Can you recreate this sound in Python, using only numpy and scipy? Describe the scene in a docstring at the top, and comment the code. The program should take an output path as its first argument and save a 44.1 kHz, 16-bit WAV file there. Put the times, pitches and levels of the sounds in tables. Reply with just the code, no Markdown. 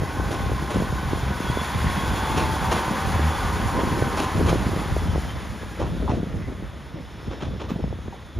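"""A diesel railcar pulls out past a station platform and recedes in a gusty breeze.
Its firings throb in the exhaust and clatter in the casing while the drive train whines. Rough treads
roar on the rails, wheels strike the joints axle by axle and flanges squeal; a few hollow knocks sound
as the car turns away. Wind rumbles, flutters and thumps on the microphone's two ports throughout."""
import sys
import numpy as np
from scipy import signal
from scipy.fft import rfft, irfft
from scipy.io import wavfile
from scipy.ndimage import uniform_filter1d, map_coordinates

SR = 44100
rng = np.random.default_rng(int(sys.argv[2]) if len(sys.argv) > 2 else 0)


def to_wav(s):
    """Save 16-bit WAV."""
    ch = np.atleast_2d(s).T  # columns
    pcm = np.round(np.clip(ch, -1, 1) * 32767)  # PCM
    wavfile.write(sys.argv[1], SR, pcm.astype(np.int16))


N = 369999
TIME = np.arange(N) / SR
FREQS = np.fft.rfftfreq(N, 1 / SR)

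# The car draws level at ABREAST_S, TRACK_M away and doing SPEED_M_S, and keeps gathering speed.
ABREAST_S, TRACK_M, SPEED_M_S, ACCEL_M_S2 = 2.58, 12.73, 4.66, 0.58
# The throttle opens; later the car turns its tail to the platform and its body hides the underfloor.
THROTTLE_S, TURN_S, TURN_TAKES_S = 1.46, 5.395, 0.7


def undb(db):
    """Decibels to gain."""
    return 10 ** (np.asarray(db) / 20)


def unit(x):
    """Scale to rms 1."""
    return x / np.sqrt(np.mean(x ** 2))


def curve(points, at=TIME):
    """Join breakpoints with straight lines."""
    return np.interp(at, *np.transpose(points))


def ramp(middle_s, takes_s):
    """A smooth fade from 0 to 1."""
    return .5 + .5 * np.tanh((TIME - middle_s) / takes_s)


def noise(side_db):
    """Stereo white noise: a shared part and a weaker opposed one."""
    mid, side = rng.standard_normal((2, N))
    return unit(mid + undb(side_db) * side * np.array([[1], [-1]]))


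def walk(rate, size=N):
    """Smooth random drift of rms 1, about rate turns a second."""
    hold = max(int(SR / rate), 20)
    steps = np.repeat(rng.standard_normal(N // 20 + 1)[:size // hold + 1], hold)
    return unit(uniform_filter1d(uniform_filter1d(steps, hold), hold)[:size])


def colour(x, spectrum):
    """EQ by a (Hz, dB) curve that rolls off beyond its ends; rms 1."""
    hz, db = np.transpose(spectrum)
    gain = undb(np.interp(np.log(FREQS + 1), np.log(hz), db))
    roll_off = np.hypot(1, (hz[0] / 2 / (FREQS + 1)) ** 2) * np.hypot(1, (FREQS / hz[-1] / 2) ** 2)
    return unit(irfft(rfft(x) * gain / roll_off, N))


def resonate(x, modes):
    """Ring (Hz, width, dB) resonances with x; rms 1."""
    body = sum(undb(db) / (1 + 2j * (FREQS - hz) / width) * FREQS / (FREQS + hz)
               for hz, width, db in modes)
    return unit(irfft(rfft(x) * body, N))


def tones(table, peak_at=0.48):
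    """Wavering tones that glide, swelling until the share peak_at of their length and then fading."""
    out = np.zeros(N)
    for start, length, start_hz, end_hz, width_hz, db in table:
        near = (TIME >= start) & (TIME < start + length)
        progress = (TIME[near] - start) / length
        phase = 2 * np.pi * np.cumsum(start_hz + (end_hz - start_hz) * progress) / SR
        tone = walk(width_hz, len(phase)) * np.cos(phase) + walk(width_hz, len(phase)) * np.sin(phase)
        swell = np.sin(np.pi * np.interp(progress, [0, peak_at, 1], [0, .5, 1]))
        out[near] += undb(db) * swell * tone
    return out


def distance_m():
    """How far away the car is as it draws level and runs on."""
    age = TIME - ABREAST_S
    return np.hypot(SPEED_M_S * age + .5 * ACCEL_M_S2 * age ** 2, TRACK_M)


def passing(db, idle_db, hidden_db, build_s, lag_s=0, hide_lag_s=0):
    """Fader ride in dB: follows distance, adds idle_db before the throttle, hidden_db after the turn."""
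    distance_db = -20 * np.log10(distance_m() / TRACK_M)
    load = ramp(THROTTLE_S + lag_s, build_s)
    hidden = ramp(TURN_S + hide_lag_s, TURN_TAKES_S)
    return db + distance_db + idle_db * (1 - load) + hidden_db * hidden


# The revs climbing. Each row: time in seconds, firing rate in Hz.
FIRING_RATE = [(0, 63.2), (.6, 64.04), (1.2, 66.94), (1.6, 69.53), (2.0, 72.4), (2.3, 73.4), (2.55, 74.4),
               (2.75, 76.9), (3.1, 77.9), (3.6, 78.7), (4.6, 79.3), (8.39, 80)]
# The drone's harmonics. Each row: multiple of the firing rate, relative level in dB.
DRONE_ORDERS = [(7, -6), (10, 1), (10.5, -3), (11, -5), (11.5, -6), (12, 3), (13, 1), (13.5, -3), (14, -6),
                (15, -3), (16, -6), (21, -9), (22, -9)]
# The ring of casing and underfloor. Each row: pitch in Hz, width in Hz, relative level in dB.
CASING_MODES = [(767, 23, -8), (1052, 77, 3), (1480, 50, 0), (3180, 88, -15)]


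def engine(knock_depth=0.52, overtone_db=-8, waver_db=3):
    """Each firing pushes the exhaust and knocks the casing; under load the high orders drone."""
    firings = np.cumsum(curve(FIRING_RATE) * (1 + .003 * walk(20))) / SR
    exhaust = sum(undb(overtone_db * k) * np.sin(2 * np.pi * (k + 1) * firings) for k in range(4))
    drone = np.zeros(N)
    for order, db in DRONE_ORDERS:
        swell = undb(db + waver_db * walk(9.4))  # moving air swells and fades each order on its own
        drone += swell * np.sin(2 * np.pi * (order * firings + rng.random()) + 0.27 * walk(12))
    pulse = 1 + knock_depth * np.cos(2 * np.pi * firings)
    clatter = resonate(noise(side_db=-47) * pulse * undb(0.62 * walk(70)), CASING_MODES)
    exhaust_db = passing(db=-38, idle_db=3.5, hidden_db=-18, build_s=0.27) + 6 * walk(9.7)
    clatter_db = passing(db=-37, idle_db=0, hidden_db=-52, build_s=0.33)
    drone_db = passing(db=-35.5, idle_db=-11, hidden_db=-31, build_s=0.12, lag_s=0.44)
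    return unit(exhaust) * undb(exhaust_db) + clatter * undb(clatter_db) + unit(drone) * undb(drone_db)


# Thin midrange whines. Each row: start and length in seconds, start pitch, end pitch and width in Hz,
# level in dB.
DRIVE_WHINES = [(-0.2, 1, 810, 790, 22.5, -42), (0.1, 0.86, 1051, 1057, 7.7, -38.5),
                (0.1, 0.55, 1520, 1518, 38, -43), (0.6, 0.7, 1485, 1505, 24, -46),
                (0.8, 0.82, 1035, 1068, 20, -46), (1.2, 0.96, 960, 963, 20, -38),
                (1.45, 0.77, 1025, 1055, 7.1, -37), (1.7, 0.596, 1075, 1098, 7, -37.5),
                (1.3, 0.5, 1480, 1500, 9, -41.5), (1.95, 0.42, 1534, 1523, 8.3, -41),
                (2.0, 1.01, 871, 894, 6.8, -36.5), (2.35, 0.92, 1001, 1018, 18, -38),
                (2.5, 0.51, 916, 930, 6, -38), (2.55, 0.62, 764, 786, 9.7, -37),
                (2.5, 0.835, 1146, 1178, 8.2, -44), (3.15, 0.5, 1165, 1206, 7.6, -42.5),
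                (3.25, 0.71, 934, 948, 7.6, -45), (3.35, 0.92, 1052, 1059, 7, -42),
                (3.55, 0.91, 1037, 1019, 12.3, -36.5), (2.65, 0.5, 1486, 1494, 10, -46),
                (3.25, 0.56, 1464, 1470, 10.2, -43.5), (3.9, 0.47, 1514, 1543, 12, -43.5)]


def drive_train():
    """The drive train whines in narrow, overlapping tones, most of them creeping upward."""
    return tones(DRIVE_WHINES)


def ridged(x, ripple_db, spacing_hz):
    """Fine random spectral ridges give noise a faint metallic ring, sinking as the car passes; rms 1."""
    ridges = np.interp(FREQS / spacing_hz, np.arange(2400), rng.standard_normal(2400))
    ringing = irfft(rfft(x) * undb(ripple_db * ridges), N)
    sent = (TIME - distance_m() / 343) * SR  # the changing travel time gives the Doppler bend
    return unit(np.array([map_coordinates(side, [sent], order=3, mode="mirror") for side in ringing]))


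# The rolling bed's low, middle and top layers. Each row: frequency in Hz, relative level in dB.
ROAR_EQ = [(60, -22), (200, 1.5), (400, -1), (510, -2.5), (660, -6), (780, 2.5), (960, 1), (1150, -2.5),
           (1350, -7), (1700, -7.5), (2200, -38), (3000, -27.5), (5000, -66)]
HISS_EQ = [(1000, 3), (1500, 3), (2050, 1), (2700, -4.5), (3350, -5), (3900, -11.5), (5000, -18),
           (7000, -45)]
SIZZLE_EQ = [(3000, -3), (4400, 2), (6000, -0.5), (7000, 1), (9000, -0.5), (10400, 0.5), (12200, -9),
             (15500, -9.5)]
# The rails' high shimmer. Each row: pitch in Hz, width in Hz, relative level in dB.
RAIL_MODES = [(3510, 320, 8.5), (5300, 290, 0.5), (6400, 200, -3)]


def rolling(waver_db=2.5):
    """Rough treads make wheels and rails roar, hiss, sizzle and ring, harder under power."""
    roar_db = passing(db=-31.5, idle_db=-4.5, hidden_db=-13.5, build_s=0.095,
                      lag_s=0.64, hide_lag_s=-0.042)
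    hiss_db = passing(db=-33.5, idle_db=-3.5, hidden_db=-7, build_s=0.18)
    sizzle_db = passing(db=-40.5, idle_db=-4.5, hidden_db=-12, build_s=0.052, hide_lag_s=0.15)
    # the rails carry their ringing back, so it fades more slowly than the sizzle
    ring_db = passing(db=-49, idle_db=-1, hidden_db=0, build_s=.1)
    roar = colour(noise(side_db=-34), ROAR_EQ) * undb(roar_db + walk(24.93))
    hiss = ridged(colour(noise(side_db=-57), HISS_EQ), ripple_db=1, spacing_hz=34.9)
    hiss *= undb(hiss_db + 0.97 * walk(60))
    sizzle = ridged(colour(noise(side_db=-66), SIZZLE_EQ), ripple_db=1.9, spacing_hz=44.9)
    sizzle *= undb(sizzle_db + 1.1 * walk(40))
    ring = sum(resonate(rng.standard_normal(N), [(hz, width, 0)]) * undb(db + waver_db * walk(4))
               for hz, width, db in RAIL_MODES)
    return roar + hiss + sizzle + unit(ring) * undb(ring_db)


# The bed of breeze. Each row: time in seconds, level in dB.
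BREEZE_LEVEL = [(0, -32), (1.6, -34.5), (2.3, -31), (3.3, -33.5), (3.8, -27.5), (4.3, -29), (5.3, -31),
                (5.7, -35.5), (6.6, -35), (6.9, -38.5), (8.39, -40.5)]
# Gusts on top. Each row: start and length in seconds, rumble level and flutter level in dB.
WIND_GUSTS = [(-0.02, 0.072, -29.5, -39), (0.163, 0.099, -26, -41), (0.405, 0.13, -27, -37),
              (0.597, 0.045, -29, -33), (0.733, 0.071, -24.5, -34.5), (0.878, 0.04, -25.5, -49),
              (1.04, 0.12, -26, -49), (1.23, 0.047, -31, -40), (1.427, 0.12, -30, -37.5),
              (1.736, 0.14, -23, -39), (1.942, 0.28, -27, -34), (2.296, 0.21, -26.5, -30),
              (2.59, 0.11, -26.5, -42), (2.87, 0.067, -31, -26.5), (3.037, 0.15, -25.5, -34),
              (3.357, 0.3, -29, -37), (3.72, 0.31, -35, -28.5), (4.341, 0.26, -21.5, -24),
              (4.65, 0.15, -26.5, -28), (4.9, 0.28, -24, -40), (5.24, 0.1, -31, -45),
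              (5.78, 0.18, -26, -35), (5.988, 0.16, -24.5, -25.5), (6.298, 0.1, -29.5, -37),
              (6.473, 0.033, -30.5, -42), (6.612, 0.059, -36, -45), (6.94, 0.082, -36.5, -44),
              (7.256, 0.064, -31, -39), (7.42, 0.15, -31, -34.5), (7.59, 0.22, -32.5, -35),
              (7.815, 0.067, -23, -33), (7.978, 0.11, -35, -47), (8.348, .1, -24, -35)]


def gusts(rise_s=0.018, fall_s=0.058, breeze_flutter_db=-4, unrest_db=0.5):
    """Envelopes for rumble and flutter: each gust rises, holds and falls over a restless breeze."""
    breeze_db = curve(BREEZE_LEVEL)
    rumble_power, flutter_power = undb(breeze_db) ** 2, undb(breeze_db + breeze_flutter_db) ** 2
    for start, length, rumble_db, flutter_db in WIND_GUSTS:
        age = TIME - start
        blow = np.clip(age / rise_s, 0, 1) * np.exp(-np.maximum(age - length, 0) / fall_s)
        rumble_power += (undb(rumble_db) * blow) ** 2
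        flutter_power += (undb(flutter_db) * blow) ** 2
    return np.sqrt([rumble_power, flutter_power]) * undb(unrest_db * walk(21))


def even(x, window_s):
    """Level out a stereo noise's slow swells, so that its envelope alone shapes it."""
    power = uniform_filter1d(np.mean(x ** 2, axis=0), int(window_s * SR))
    return x / np.sqrt(power + 1e-9)


def swing(age, hz, rise_cycles, sag, half_turns):
    """A short pressure swing that sags in pitch as it fades; half_turns is its starting phase."""
    progress = age * hz / rise_cycles
    phase = 2 * np.pi * rise_cycles * np.log1p(sag * progress) / sag + np.pi * half_turns
    return progress * np.exp(1 - progress) * np.sin(phase)


def eddies(each_per_s=13, lean_db=2.2):
    """A random patter of small pressure swings in five sizes, each leaning to one port."""
    out, age = np.zeros((2, N)), TIME[:SR // 10]
    for hz, db in [(160, -2), (220, 0), (290, 0.5), (380, -1.5), (520, -4.5)]:
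        arrives = rng.random(N) < each_per_s / SR
        pan = undb(np.array([[lean_db], [-lean_db]]) * rng.uniform(-1.7, 1.7, N))
        kicks = arrives * rng.choice([-1, 1], N) * pan
        shape = swing(age, hz, rise_cycles=0.53, sag=0.14, half_turns=rng.random())
        out += undb(db) * unit(signal.fftconvolve(kicks, shape[None], axes=1)[:, :N])
    return unit(out)


# The wind's deep end and its flapping low mids. Each row: frequency in Hz, relative level in dB.
RUMBLE_EQ = [(20, -25), (32, -29), (48, -2.5), (65, 1.5), (90, -1.5), (140, -9), (220, -13.5), (500, -63)]
FLUTTER_EQ = [(70, -38), (160, -6.5), (290, 0.5), (450, -6), (650, -7.5), (1100, -40), (3000, -75)]


def wind(rumble_db=-1, flutter_db=-6, eddy_db=-3, churn_db=2, tatter_db=4):
    """Large eddies rumble on the ports; small ones patter over a ragged flutter."""
    rumble_swell, flutter_swell = gusts()
    rumble = even(colour(noise(side_db=-10), RUMBLE_EQ), window_s=0.057)
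    rumble *= undb(rumble_db + churn_db * walk(35))
    flutter = colour(noise(side_db=-12.5) * undb(tatter_db * walk(70)), FLUTTER_EQ) * undb(flutter_db)
    return rumble * rumble_swell + (flutter + eddies() * undb(eddy_db)) * flutter_swell


# A dull thud, for wind thumps and bogies alike. Each row: frequency in Hz, relative level in dB.
THUD_EQ = [(40, -3), (90, -13), (300, 2.5), (600, -4.5), (1000, -28.5), (1800, -37), (4000, -75)]
# Wind hits, and at 7.717 s the thud of a wheel landing hard past a joint. Each row: start in seconds, body
# level in dB, body pitch in Hz, snap level in dB.
WIND_THUMPS = [(0.018, -17, 157, -26), (0.034, -19, 150, -20), (0.198, -24, 168, -16.5),
               (0.24, -21, 149, -26.5), (0.307, -23, 168, -23), (0.402, -18, 159, -19),
               (0.462, -18.5, 150, -24), (0.495, -26, 300, -19.5), (0.517, -25, 171, -16.5),
               (0.624, -18.5, 170, -23), (0.759, -12, 240, -25), (0.768, -22, 180, -14),
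               (0.802, -14, 161, -21), (0.821, -17.5, 170, -19), (0.925, -17, 170.3, -25),
               (1.030, -22, 170, -26), (1.132, -17, 147, -13.5), (1.173, -25, 190, -31),
               (1.230, -16.5, 130, -42), (1.304, -18, 164, -22), (1.402, -24, 199, -20.5),
               (1.467, -25, 169, -23), (1.499, -14.5, 159, -24), (1.572, -17, 304, -15),
               (1.615, -19.5, 232, -25), (1.749, -15.5, 150, -31), (1.842, -12, 167, -36),
               (1.975, -15.5, 170, -33), (2.428, -23, 170, -33), (2.879, -18, 160, -20),
               (2.911, -21, 182, -36), (3.082, -21, 160, -25), (3.158, -17, 160, -18.5),
               (3.194, -19, 150, -17), (3.776, -17, 234, -35), (3.833, -20, 283, -18),
               (3.97, -21, 288, -25), (4.023, -16, 162, -12.5), (4.379, -15, 181.8, -27),
               (4.411, -16, 182, -16), (4.528, -11, 204, -12), (4.665, -14, 217, -34),
               (4.695, -20, 189, -32), (4.763, -15.5, 164, -25), (4.965, -35, 145, -13.5),
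               (5.158, -20, 166, -16), (5.179, -22, 180, -18), (5.249, -21.5, 151, -32),
               (5.363, -21, 168, -37), (5.631, -33, 200, -25), (5.841, -18, 131, -32), (6.2, -19, 199, -29),
               (6.23, -15.5, 222, -29), (6.270, -19.5, 187, -30), (6.34, -21, 240, -41),
               (6.414, -24, 170, -46), (6.485, -23, 272, -50), (6.624, -27, 200, -30),
               (6.675, -32, 199, -41), (6.943, -24, 160, -38), (7.279, -20.5, 118, -37),
               (7.426, -20, 150, -23), (7.482, -19.5, 154, -42), (7.717, -16.5, 238, -34),
               (7.759, -18, 199, -38), (7.801, -26, 160, -22), (7.840, -14.5, 194, -20),
               (7.878, -42, 170, -31), (7.905, -32, 178, -37), (7.927, -36, 253, -21.5),
               (7.988, -27, 191, -42), (8.08, -25.5, 150, -22)]


def wind_thumps(snap_hz=680, roughness=0.26):
    """A strong eddy hits the ports: a quick snap at its edge, then a slower swing."""
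    out = np.zeros((2, N))
    grit = 1 + roughness * colour(noise(side_db=-2.5), THUD_EQ)
    for start, body_db, body_hz, snap_db in WIND_THUMPS:
        body_phase, snap_phase, lean, detune = rng.uniform(-0.9, 1, 4)
        near = (TIME >= start) & (TIME < start + .1)
        age = TIME[near] - start
        body = swing(age, body_hz, rise_cycles=0.49, sag=0.082, half_turns=body_phase)
        snap = swing(age, snap_hz * (1 + 0.15 * detune), rise_cycles=1, sag=0.52, half_turns=snap_phase)
        pan = undb(np.array([[1.5], [-1.5]]) * lean)
        out[:, near] += (undb(body_db) * body + undb(snap_db) * snap) * pan
    return out * grit


def burst(age, rise, length, shape=2.3):
    """Envelope with a quick attack, brief hold and decay; a higher shape holds longer and ends sooner."""
    age = np.maximum(age, 0)
    return (1 - np.exp(-age / rise)) * np.exp(-(age / length) ** shape)


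# The clang of wheel and bogie. Each row: pitch in Hz, width in Hz, relative level in dB.
WHEEL_MODES = [(500, 43, 10), (845, 55, 4.5), (1010, 690, 23), (1450, 87, 8), (2360, 170, 4.5),
               (2600, 140, 9), (3060, 250, 7), (3300, 140, 8.5), (3520, 81, -6), (4030, 130, 7),
               (6470, 140, -11)]


def wheel_ring():
    """Each wheel is struck at its own spot, so its modes differ a little in pitch and strength."""
    age = TIME[:SR // 10]
    detunes, accents_db = rng.standard_normal((2, len(WHEEL_MODES))) * [[.015], [2]]
    ring = np.zeros(len(age))
    for (hz, width, db), detune, accent_db in zip(WHEEL_MODES, detunes, accents_db):
        decay = undb(db + accent_db) * width * np.exp(-np.pi * width * age)
        ring += decay * np.sin(2 * np.pi * hz * (1 + detune) * age)
    return ring / np.linalg.norm(ring)


# The bite of steel on steel. Each row: frequency in Hz, relative level in dB.
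CLASH_EQ = [(300, 13), (600, -3), (900, -11), (1500, 5), (2300, 1), (2800, 3.5), (3250, 2.5), (4400, -7),
            (7000, -4.5), (10000, -9), (15500, -31)]
# The clickety-clack. Each row: strike time in seconds, clash level and thud level in dB,
# length and landing delay in seconds.
JOINT_HITS = [(0.316, -31.5, -29.5, 0.055, 0.0125), (0.706, -32.5, -32, 0.088, 0.028),
              (2.376, -23.5, -32, 0.05, 0.02), (2.718, -25, -27.5, 0.075, 0.016),
              (4.173, -28, -28, 0.089, 0.028), (4.468, -26, -22.5, 0.067, 0.017),
              (5.801, -38, -27, 0.074, 0.016), (6.095, -38.5, -48, 0.074, 0.021),
              (7.314, -40.5, -33.5, 0.062, 0.0192), (7.414, -36.5, -40, 0.047, 0.02),
              (7.605, -38.5, -43, 0.045, 0.012), (7.698, -36, -35, 0.028, 0.0076),
              (8.128, -56, -47, 0.11, 0.016)]


def rail_joints(rise_s=0.0079, lead_s=0.011, strike_s=0.0018, strike_db=-3, land_db=-1,
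                ring_db=1.5, crash_db=-3, rattle_db=2, echo_db=-18, echo_s=0.22, far_hz=8000):
    """A wheel hits the gap and lands on the next rail: it rings, steel clashes, the bogie thuds."""
    clash_level, thud_level, ring = np.zeros((3, N))
    grit = rng.standard_normal(N)
    for start, clash_db, thud_db, length, land_s in JOINT_HITS:
        near = (TIME > start - .05) & (TIME < start + .7)
        age = TIME[near] - start
        strike = undb(strike_db) * burst(age, strike_s / 10, strike_s)
        landing = undb(land_db) * burst(age - land_s, strike_s / 10, strike_s)
        station_echo = undb(echo_db) * burst(age, length, echo_s)
        blow = burst(age + lead_s, rise_s, length, shape=1.7) + strike + landing + station_echo
        clash_level[near] += undb(clash_db) * blow
        thud_level[near] += undb(thud_db) * blow
        ring[near] += undb(clash_db) * signal.fftconvolve(blow * grit[near], wheel_ring())[:len(age)]
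    clash = clash_level * ridged(colour(noise(side_db=-61), CLASH_EQ), ripple_db=4.5, spacing_hz=58.34)
    steel = undb(ring_db) * ring + undb(crash_db) * clash
    far = ramp(TURN_S, TURN_TAKES_S)  # far blows lose their top
    dull = signal.sosfiltfilt(signal.butter(2, far_hz, fs=SR, output="sos"), steel)
    thud = thud_level * colour(noise(side_db=-36), THUD_EQ)
    return ((1 - far) * steel + far * dull + thud) * undb(rattle_db * walk(150))


# Wheels singing on the rails. Each row: start and length in seconds, start pitch, end pitch and
# width in Hz, level in dB.
FLANGE_SQUEALS = [(1.35, 0.59, 3400, 3350, 428, -49), (1.36, 0.45, 3452, 3420, 40.6, -44),
                  (1.42, 0.16, 3295, 3290, 40, -46), (1.65, 0.7, 3385, 3280, 70, -48),
                  (1.9, 0.83, 3400, 3365, 400, -43), (2.35, 0.96, 3420, 3380, 159.4, -48),
                  (3.05, 0.58, 3425, 3460, 70, -47.5), (3.5, 1.04, 3300, 3280, 179, -54),
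                  (4.68, 0.53, 3420, 3405, 80, -50), (5.0, 0.45, 3085, 3130, 45, -49),
                  (5.55, 0.29, 1690, 1620, 120.3, -46.5), (5.852, 0.43, 1565, 1430, 70.5, -51),
                  (6.35, 0.19, 2060, 2040, 196, -52), (7.15, 0.3, 5300, 5320, 181, -66),
                  (7.7, 0.27, 5340, 5370, 160, -64), (7.45, 1.1, 6695, 6720, 34.6, -74),
                  (7.5, 0.85, 3045, 2990, 40, -67), (7.67, 0.092, 14700, 14400, 1600, -59)]


def squeals(patchy_db=2.5, trim_db=-1.5):
    """The flanges catch and slip, so their song comes in broken chirps."""
    return tones(FLANGE_SQUEALS) * undb(patchy_db * walk(60) + trim_db)


# Late, hollow accents. Each row: start and length in seconds, start pitch, end pitch and width in Hz,
# level in dB.
HOLLOW_KNOCKS = [(5.797, 0.098, 942, 864, 804, -36), (6.077, 0.047, 970, 780, 824, -27.5),
                 (6.122, 0.054, 680, 566, 300, -32), (8.123, 0.05, 846, 736, 440, -41)]


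def knocks():
    """Short, noisy knocks with a hard attack and a falling pitch."""
    return tones(HOLLOW_KNOCKS, peak_at=0.04)


def scene():
    """The railcar and the wind together."""
    return (engine() + drive_train() + rolling() + wind() + wind_thumps()
            + rail_joints() + squeals() + knocks())


# The stereo smear. Each row: frequency in Hz, phase of the right port against the left in radians.
PORT_PHASE_SHIFT = [(40, .1), (150, .35), (500, .42), (1300, .38), (1800, 0), (2600, 0), (3300, -.22),
                    (4600, 0), (6600, 0), (7400, -1.4), (7750, -3.08), (8600, -3.14), (9200, -1.5),
                    (10300, -.7), (11000, 0), (13000, 0), (14000, 1.2), (15700, 2.5)]


def record(dry, low_cut_hz=30, top_hz=15700):
    """The microphone rounds off peaks, skews its ports' phase and cuts the deepest bass and the top."""
    rounded = np.tanh(dry)
    skew = np.exp(.5j * curve(PORT_PHASE_SHIFT, at=FREQS) * np.array([[-1], [1]]))
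    low_cut = 1 / np.hypot(1, (low_cut_hz / (FREQS + 1)) ** 4)
    ports = irfft(rfft(rounded) * low_cut * skew, N)
    return signal.sosfilt(signal.ellip(10, .2, 80, top_hz, fs=SR, output="sos"), ports)


dry = scene()
out = record(dry)
to_wav(out)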